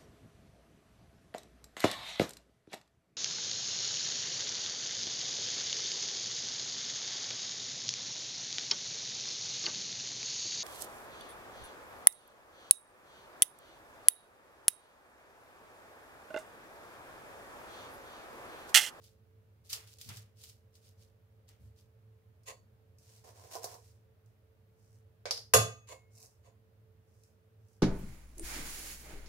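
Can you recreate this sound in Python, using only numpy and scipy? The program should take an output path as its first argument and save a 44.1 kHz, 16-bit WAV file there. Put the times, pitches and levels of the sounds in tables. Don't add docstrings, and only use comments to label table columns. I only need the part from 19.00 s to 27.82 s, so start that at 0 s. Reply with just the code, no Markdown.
import sys
import numpy as np
from scipy import signal
from scipy.fft import rfft, irfft, next_fast_len
from scipy.io import wavfile
from scipy.ndimage import uniform_filter1d, map_coordinates

SR = 44100
rng = np.random.default_rng(int(sys.argv[2]) if len(sys.argv) > 2 else 0)


def persist_wave(psi):
    counts = np.round(np.clip(psi, -1, 1) * 32767).astype(np.int16)
    wavfile.write(sys.argv[1], SR, np.atleast_2d(counts).T)


N = 388958
TIME = np.arange(N) / SR
RING = np.arange(SR * 3 // 4) / SR
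SIDES = np.array([[.5], [-.5]])
FLOOR_HZ = 216


# (frequency [Hz], gain [dB])
CLANK_COLOUR = [(250, 0.5), (500, -3), (750, 0), (1150, 4), (2750, -3.5), (4300, 1), (7000, -1.5),
                (11500, 3), (15000, 1)]


def clank(s=6.537, db=-14, ring_db=-2.0, clatter_t60=0.3, edge_t60=0.18, crack_db=-5, crack_t60=0.046):
    noise = spread(noise_burst(), [(250, -2.0), (480, 4.5), (900, 2.5), (15000, 3)])
    dull, bright = split(steel(noise, width_hz=15, widening=0.011), 7500)
    clatter = dull * fade(clatter_t60) + bright * fade(edge_t60)
    ring = amp(ring_db) * unit_peak(ringing())
    crack = amp(crack_db) * noise * fade(crack_t60)
    hit = split(clatter + ring + crack, 160)[1]
    coloured = filtered(hit, lambda hz: amp(along(CLANK_COLOUR, hz)))
    out = np.zeros((2, N))
    add(out, s, amp(db) * unit_peak(coloured))
    return out


# (frequency [Hz], relative level [dB], t60 [s])
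POT_MODES = [(443, -2.5, 0.37), (524, -0.5, 0.17), (606, -9.5, 0.34), (683.4, -3.5, 0.31),
             (707, -7.5, 0.29), (1066, -10.5, 0.3), (1198, -9.5, 0.37), (1222, -13, 0.42),
             (1575, -4.5, 0.2), (1945, -13.5, 0.37), (2199, -15.5, 0.36), (2570, -9.5, 0.48),
             (2700, -4, 0.21), (2956, -6, 0.24), (3470, -4, 0.33), (4140, -9.5, 0.28), (4650, -7.5, 0.26),
             (5476, -6.5, 0.23), (6240, -9.5, 0.35), (6540, -3.5, 0.38), (6790, 0, 0.26), (6770, -5, 0.23),
             (7200, -4.5, 0.24), (7678, -5.5, 0.23), (8484, -9.5, 0.25), (9400, -7.5, 0.23),
             (10300, -10.5, 0.27), (11064, -3, 0.13), (11700, -5.5, 0.13), (13260, -9.5, 0.22)]


def ringing(lag=0.0002, scatter=0.38, waver=0.58):
    ring = 0
    knots = np.linspace(0, RING[-1], num=28)
    for hz, db, t60 in POT_MODES:
        phase = rng.uniform(0, 2 * np.pi) - 2 * np.pi * hz * lag * SIDES
        phase = phase + scatter * rng.standard_normal((2, 1))
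        echoes = []
        for _ in SIDES:
            points = rng.standard_normal(len(knots)) + 1j * rng.standard_normal(len(knots))
            echoes.append(np.interp(RING, knots, points))
        tone = np.imag((1 + waver * np.array(echoes)) * np.exp(1j * (2 * np.pi * hz * RING + phase)))
        ring = ring + amp(db + along(LEAN, hz) * SIDES) * fade(t60) * tone
    return ring


def steel(x, width_hz=22, widening=0.0093):
    def gain(hz):
        power = 0
        for f, db, _ in POT_MODES:
            width = width_hz + widening * f
            power = power + amp(db) ** 2 / width / (1 + ((hz - f) / width) ** 2)
        return np.sqrt(power)
    return unit(filtered(x, gain))


# (time [s], body level [dB], edge level [dB])
KNOCKS = [(4.5532, -39, -43), (4.6424, -38.5, -36.5), (4.742, -55, -53)]
# (frequency [Hz], relative level [dB per Hz])
KNOCK_COLOUR = [(150, -58), (250, -36), (450, 0.5), (583, -11.5), (742, 2), (823, -12), (1030, -3),
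                (1220, -18), (2130, -28), (3330, -34), (3830, -15), (5500, -8), (8320, -16), (15500, -17.5)]


def knocks(body_t60=0.2, edge_t60=0.18, crack_t60=0.062, room_db=-7):
    out = np.zeros((2, N))
    for s, body_db, edge_db in KNOCKS:
        body, edge = split(spread(noise_burst(), KNOCK_COLOUR), 1730)
        body = split(body * fade(body_t60), FLOOR_HZ)[1]
        edge = edge * (fade(crack_t60) + amp(room_db) * fade(edge_t60))
        add(out, s, amp(body_db) * unit_peak(body) + amp(edge_db) * unit_peak(edge))
    return out


# (time [s], level [dB])
TAPS = [(6.2555, -35)]
# (frequency [Hz], relative level [dB per Hz])
TAP_COLOUR = [(150, -60.5), (250, -32), (442, -7.5), (705, -2.5), (897, -19), (1070, -9), (1330, -17.5),
              (1530, -9), (1820, -18.5), (2240, -8.5), (2900, -19.5), (4960, -11.5), (15500, -45.5)]


def rim_taps():
    return clicks(TAPS, TAP_COLOUR, direct_t60=0.025, room_db=2, room_t60=0.27)


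# (time [s], level before trim [dB])
TICKS = [(6.3091, -22), (6.3688, -37.5), (6.3754, -38.5)]
# (frequency [Hz], relative level [dB per Hz])
TICK_COLOUR = [(300, -40.5), (450, -13), (1100, -22.5), (2500, -26), (4000, -14), (4950, -3), (6000, -14),
               (8000, -26.5), (11000, -24), (15000, -37)]


def spoon_ticks():
    return amp(-2.5) * clicks(TICKS, TICK_COLOUR, direct_t60=0.018, room_db=-7.5, room_t60=0.26)


# (time [s], rise [s], hold [s], body level before trim [dB], hiss level before trim [dB])
SCOOPS = [(3.96, 0.15, 0.069, -79, -65), (4.235, 0.011, 0.048, -58, -62.5),
          (4.33, 0.033, 0.16, -60.5, -62.5), (4.503, 0.018, 0.037, -54, -50.5),
          (4.61, 0.014, 0.098, -54.5, -56.5), (4.78, 0.071, 0.038, -86, -67.5),
          (7.13, 0.077, 0.046, -70.5, -75.5)]
SLIDES = [(3.455, 0.027, 0.0049, -49, -53), (6.868, 0.027, .035, -51, -60),
          (7.425, 0.033, 0.011, -62.5, -74.5)]
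# (frequency [Hz], relative level [dB per Hz])
DAMPED_COLOUR = [(150, -53), (250, -18), (313, -18), (450, -6.5), (583, -12), (717, -3), (823, -12.5),
                 (1050, -8), (1220, -20), (1820, -18), (3390, -16), (5500, -9.5), (15500, -20)]
RIM_COLOUR = [(180, -51), (300, -15), (439, -6), (685, -6), (849, -8.5), (1020, 2.5), (1390, -25.5),
              (1970, -13), (3230, -19.5), (4570, -15.5), (5050, -21), (6570, -16), (15500, -28)]


def scraping(ring_db=-4):
    grit = grains(rate=800, spread_db=3, wet=1.2)
    slips = grains(rate=1200, spread_db=3, wet=1.2)
    scoop = spread(grit, DAMPED_COLOUR)
    rim_ring = amp(ring_db) * steel(slips, width_hz=5.2, widening=0.0018)
    slide = spread(unit(slips) + rim_ring, RIM_COLOUR)
    scoops = friction(SCOOPS, scoop, body_db=-1.5, hiss_db=0.0, body_fall=176, hiss_fall=176)
    slides = friction(SLIDES, slide, body_db=-3, hiss_db=5.5, body_fall=253, hiss_fall=277, lag=0.012)
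    return scoops + slides


def friction(rows, carrier, body_db, hiss_db, body_fall, hiss_fall, lag=0):
    body, hiss = split(carrier, 1510)
    body = amp(body_db) * strokes(rows, body_fall, lag) * unit(body)
    hiss = amp(hiss_db) * strokes(rows, hiss_fall, axis=4) * unit(hiss)
    return body + hiss


# (time [s], frequency [Hz], level [dB], t60 [s])
HANDLE_TONES = [(3.478, 1926, -55, .22), (3.478, 4490, -61.5, 0.35), (3.478, 740, -56, .15),
                (6.9, 2170, -61, .65), (6.89, 7100, -58, .3)]


def handle(attack=0.004):
    out = np.zeros((2, N))
    for s, hz, db, t60 in HANDLE_TONES:
        tone = np.sin(2 * np.pi * hz * RING + rng.uniform(0, np.pi, (2, 1)))
        add(out, s, amp(db) * tone * fade(t60) * (1 - np.exp(-RING / attack)))
    return out


# (time [s], level before trim [dB])
CRUNCHES = [(3.434, -62), (3.9848, -55), (4.2433, -55), (4.5205, -58), (4.632, -38.5), (4.716, -49)]


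def sugar_crunches():
    return amp(-7.5) * clicks(CRUNCHES, STICKY_COLOUR, direct_t60=0.019, room_db=-4.5, room_t60=0.48)


# (time [s], level [dB], boom frequency [Hz], rise [s])
THUDS = [(1.049, -48, 106, 0.031), (2.58, -53.5, 72.5, 0.04), (6.539, -28.5, 112.3, 0.011)]
# (frequency [Hz], relative level [dB per Hz])
COUNTER_COLOUR = [(20, -65.5), (45, -40), (62, -24.5), (85, -6.5), (115, -0.5), (140, -13), (250, -18.5),
                  (400, -45.5)]


def thuds(boom_db=0, boom_t60=0.46, knock_t60=0.35):
    out = np.zeros((2, N))
    for s, db, hz, rise in THUDS:
        knock = spread(noise_burst(), COUNTER_COLOUR) * fade(knock_t60)
        boom = amp(boom_db) * np.sin(2 * np.pi * hz * RING) * fade(boom_t60)
        swell = (1 - np.exp(-RING / rise)) ** 2
        add(out, s, amp(db) * unit_peak((knock + boom) * swell))
    return out


# (time [s], rise [s], hold [s], level [dB])
TOUCHES = [(0, 0.043, 0.026, -64), (.635, 0.029, .02, -64.5), (.69, 0.013, 0.047, -44),
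           (.86, 0.012, 0.056, -61), (.985, 0.022, 0.17, -55.5), (1.35, 0.07, 0.076, -58.5),
           (1.72, 0.038, 0.0078, -67.5), (1.79, .07, .01, -65), (1.965, 0.051, .005, -66.5),
           (2.472, 0.018, 0.0046, -65.5), (2.63, 0.029, .015, -79.5), (2.75, 0.037, .005, -68.5)]
# (time [s], rise [s], hold [s], level before trim [dB])
PRESSES = [(.69, 0.064, 0.023, -55.5), (1.078, 0.022, .005, -52), (2.475, .022, .005, -70)]
# (frequency [Hz], relative level [dB per Hz])
TRAY_COLOUR = [(180, -53.5), (300, -19), (439, -9), (507, -12.5), (2140, -8), (3500, -9.5), (4550, -34),
               (7700, -120)]


def paper(press_db=-1):
    creases = grains(rate=600, spread_db=4, wet=1.2)
    rub = grains(rate=900, spread_db=3, wet=1.5)
    crinkle = strokes(TOUCHES, fall_db_per_s=225) * spread(creases, CRINKLE_COLOUR)
    tray = strokes(PRESSES, fall_db_per_s=153) * spread(rub, TRAY_COLOUR)
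    return crinkle + amp(press_db) * tray


# (time [s], level before trim [dB])
SNAPS = [(0.6996, -44), (0.7296, -23.5), (0.9853, -47), (1.0126, -37.5), (1.0894, -36), (1.1702, -39),
         (1.4374, -40.5), (1.496, -46.5), (1.753, -53.5)]
# (frequency [Hz], relative level [dB per Hz])
CRINKLE_COLOUR = [(470, -39), (800, -22), (1280, -15.5), (1600, -15.5), (2870, -4.5), (4320, -1),
                  (4770, 0.5), (10300, -6), (15500, -9)]


def paper_snaps():
    return amp(-7.5) * clicks(SNAPS, CRINKLE_COLOUR, direct_t60=0.0556, room_db=-15.5, room_t60=0.17)


# (time [s], rise [s], hold [s], level before trim [dB])
KNEADS = [(5.71, 0.14, 0.12, -79), (7.1, 0.11, 0.044, -61.5), (8.0, 0.15, .13, -80.5),
          (8.53, 0.21, .025, -81.5)]
# (time [s], level [dB])
SMACKS = [(5.26, -72), (7.228, -52), (8.236, -62), (8.6842, -71), (8.7316, -70)]
# (frequency [Hz], relative level [dB per Hz])
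STICKY_COLOUR = [(880, -59), (1500, -32), (2640, -6), (3580, -45), (3720, -10), (5400, 3.5), (11200, -4),
                 (15500, -10)]


def dough(knead_db=2):
    crackle = spread(grains(rate=240, spread_db=0.5, wet=1.0), STICKY_COLOUR)
    peel = amp(knead_db) * strokes(KNEADS, fall_db_per_s=280) * crackle
    return peel + clicks(SMACKS, STICKY_COLOUR, direct_t60=.012, room_db=-12.5, room_t60=0.43)


# (frequency [Hz], relative level [dB per Hz])
AIR_COLOUR = [(15, -76), (25, -41.5), (99, -1.5), (119, -5.5), (136, -19.5), (215, -21), (246, -27),
              (399, -28), (445, -23), (482, -31.5), (537, -25), (666, -33), (1490, -36.5), (8130, -51.5),
              (15500, -45.5)]
# (frequency [Hz], rms level before trim [dB], waver depth [dB])
HUM = [(106.7, -68, 2.5), (216, -84.5, 3), (442.4, -77, 2), (540, -92.5, 3), (627, -93, 3.5)]


def room_tone(air_db=-64.0, hum_db=-1, drift=0.97):
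    air = amp(air_db) * spread(rng.standard_normal((2, N)), AIR_COLOUR)
    hum = 0
    for hz, db, waver_db in HUM:
        level = amp(db + hum_db + along(LEAN, hz) * SIDES + waver_db * wobble(12))
        tone = np.sqrt(2) * np.sin(2 * np.pi * hz * TIME + drift * wobble(4.6))
        hum = hum + level * tone
    return air + hum


def clicks(table, spectrum, direct_t60, room_db, room_t60):
    out = np.zeros((2, N))
    for s, db in table:
        burst = noise_burst() * (fade(direct_t60) + amp(room_db) * fade(room_t60))
        add(out, s, amp(db) * unit_peak(split(spread(burst, spectrum), FLOOR_HZ)[1]))
    return out


def strokes(rows, fall_db_per_s, lag=0, axis=3):
    gain = np.zeros(N)
    for row in rows:
        s, rise, hold = row[:3]
        part = gain[max(round((s + lag) * SR), 0):][:len(RING)]
        t = RING[:len(part)]
        swell = np.clip(t / max(rise, .001), 0, 1) ** 1.17
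        fall_db = fall_db_per_s * np.maximum(t - rise - hold, 0)
        part[:] = np.maximum(part, swell * amp(row[axis] - fall_db))
    return gain


def grains(rate, spread_db, wet):
    unevenness = rng.standard_normal(N) + .6 * wobble(45)
    sizes = amp(spread_db * np.clip(unevenness, -2, 2))
    hits = (rng.random(N) < rate / SR) * sizes
    slips = np.abs(uniform_filter1d(hits, size=24))
    return unit(slips * rng.standard_normal((2, N))) + wet * rng.standard_normal((2, N))


# (frequency [Hz], correlation, clipped to 1)
ALIKE = [(30, 0), (70, 1.16), (200, 0.52), (500, 0.7), (1000, -0.09), (3000, -0.0152)]
# (frequency [Hz], left minus right [dB])
LEAN = [(120, -1.5), (300, 0.5), (500, -10), (1100, -2.5), (2500, 0.5), (6500, -1), (12000, -2.5)]


def spread(pair, spectrum):
    def mid_side_gain(hz):
        turn = np.arccos(np.clip(along(ALIKE, hz), -1, 1)) / 2
        return amp(along(spectrum, hz)) * [np.cos(turn), np.sin(turn)]
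    mid, side = filtered(pair, mid_side_gain)
    stereo = np.array([mid + side, mid - side])
    return unit(filtered(stereo, lambda hz: amp(SIDES * along(LEAN, hz))))


def noise_burst():
    return rng.standard_normal((2, len(RING)))


def amp(db):
    return 10 ** (np.asarray(db) / 20)


def unit(x):
    return x / np.sqrt(np.mean(x ** 2) + 1e-20)


def unit_peak(x):
    return x / np.sqrt(uniform_filter1d(np.mean(x ** 2, 0), size=220).max())


def along(points, hz):
    f, v = np.transpose(points)
    return np.interp(np.log(hz + 1), np.log(f), v)


def fade(t60):
    return amp(-60 * RING / max(t60, .001))


def wobble(rate):
    return map_coordinates(rng.standard_normal(int(N * rate / SR) + 4), [TIME * rate])


def filtered(x, gain):
    n = x.shape[-1]
    m = next_fast_len(n + 8192)
    return irfft(rfft(x, m) * gain(np.fft.rfftfreq(m, 1 / SR)), m)[..., :n]


def split(x, hz):
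    parts = []
    for kind in ("low", "high"):
        parts.append(signal.sosfilt(signal.butter(4, hz, kind, fs=SR, output="sos"), x))
    return parts


def add(track, s, sound):
    part = track[:, round(s * SR):][:, :sound.shape[1]]
    part += sound[:, :part.shape[1]]


def scene():
    spoon = clank() + knocks() + rim_taps() + spoon_ticks() + scraping() + handle() + sugar_crunches()
    return spoon + thuds() + paper() + paper_snaps() + dough() + room_tone()


def record(dry):
    top_hz = 15650
    return filtered(dry, lambda hz: 1 / np.sqrt(1 + (hz / top_hz) ** 200))


dry = scene()
out = record(dry)
persist_wave(out)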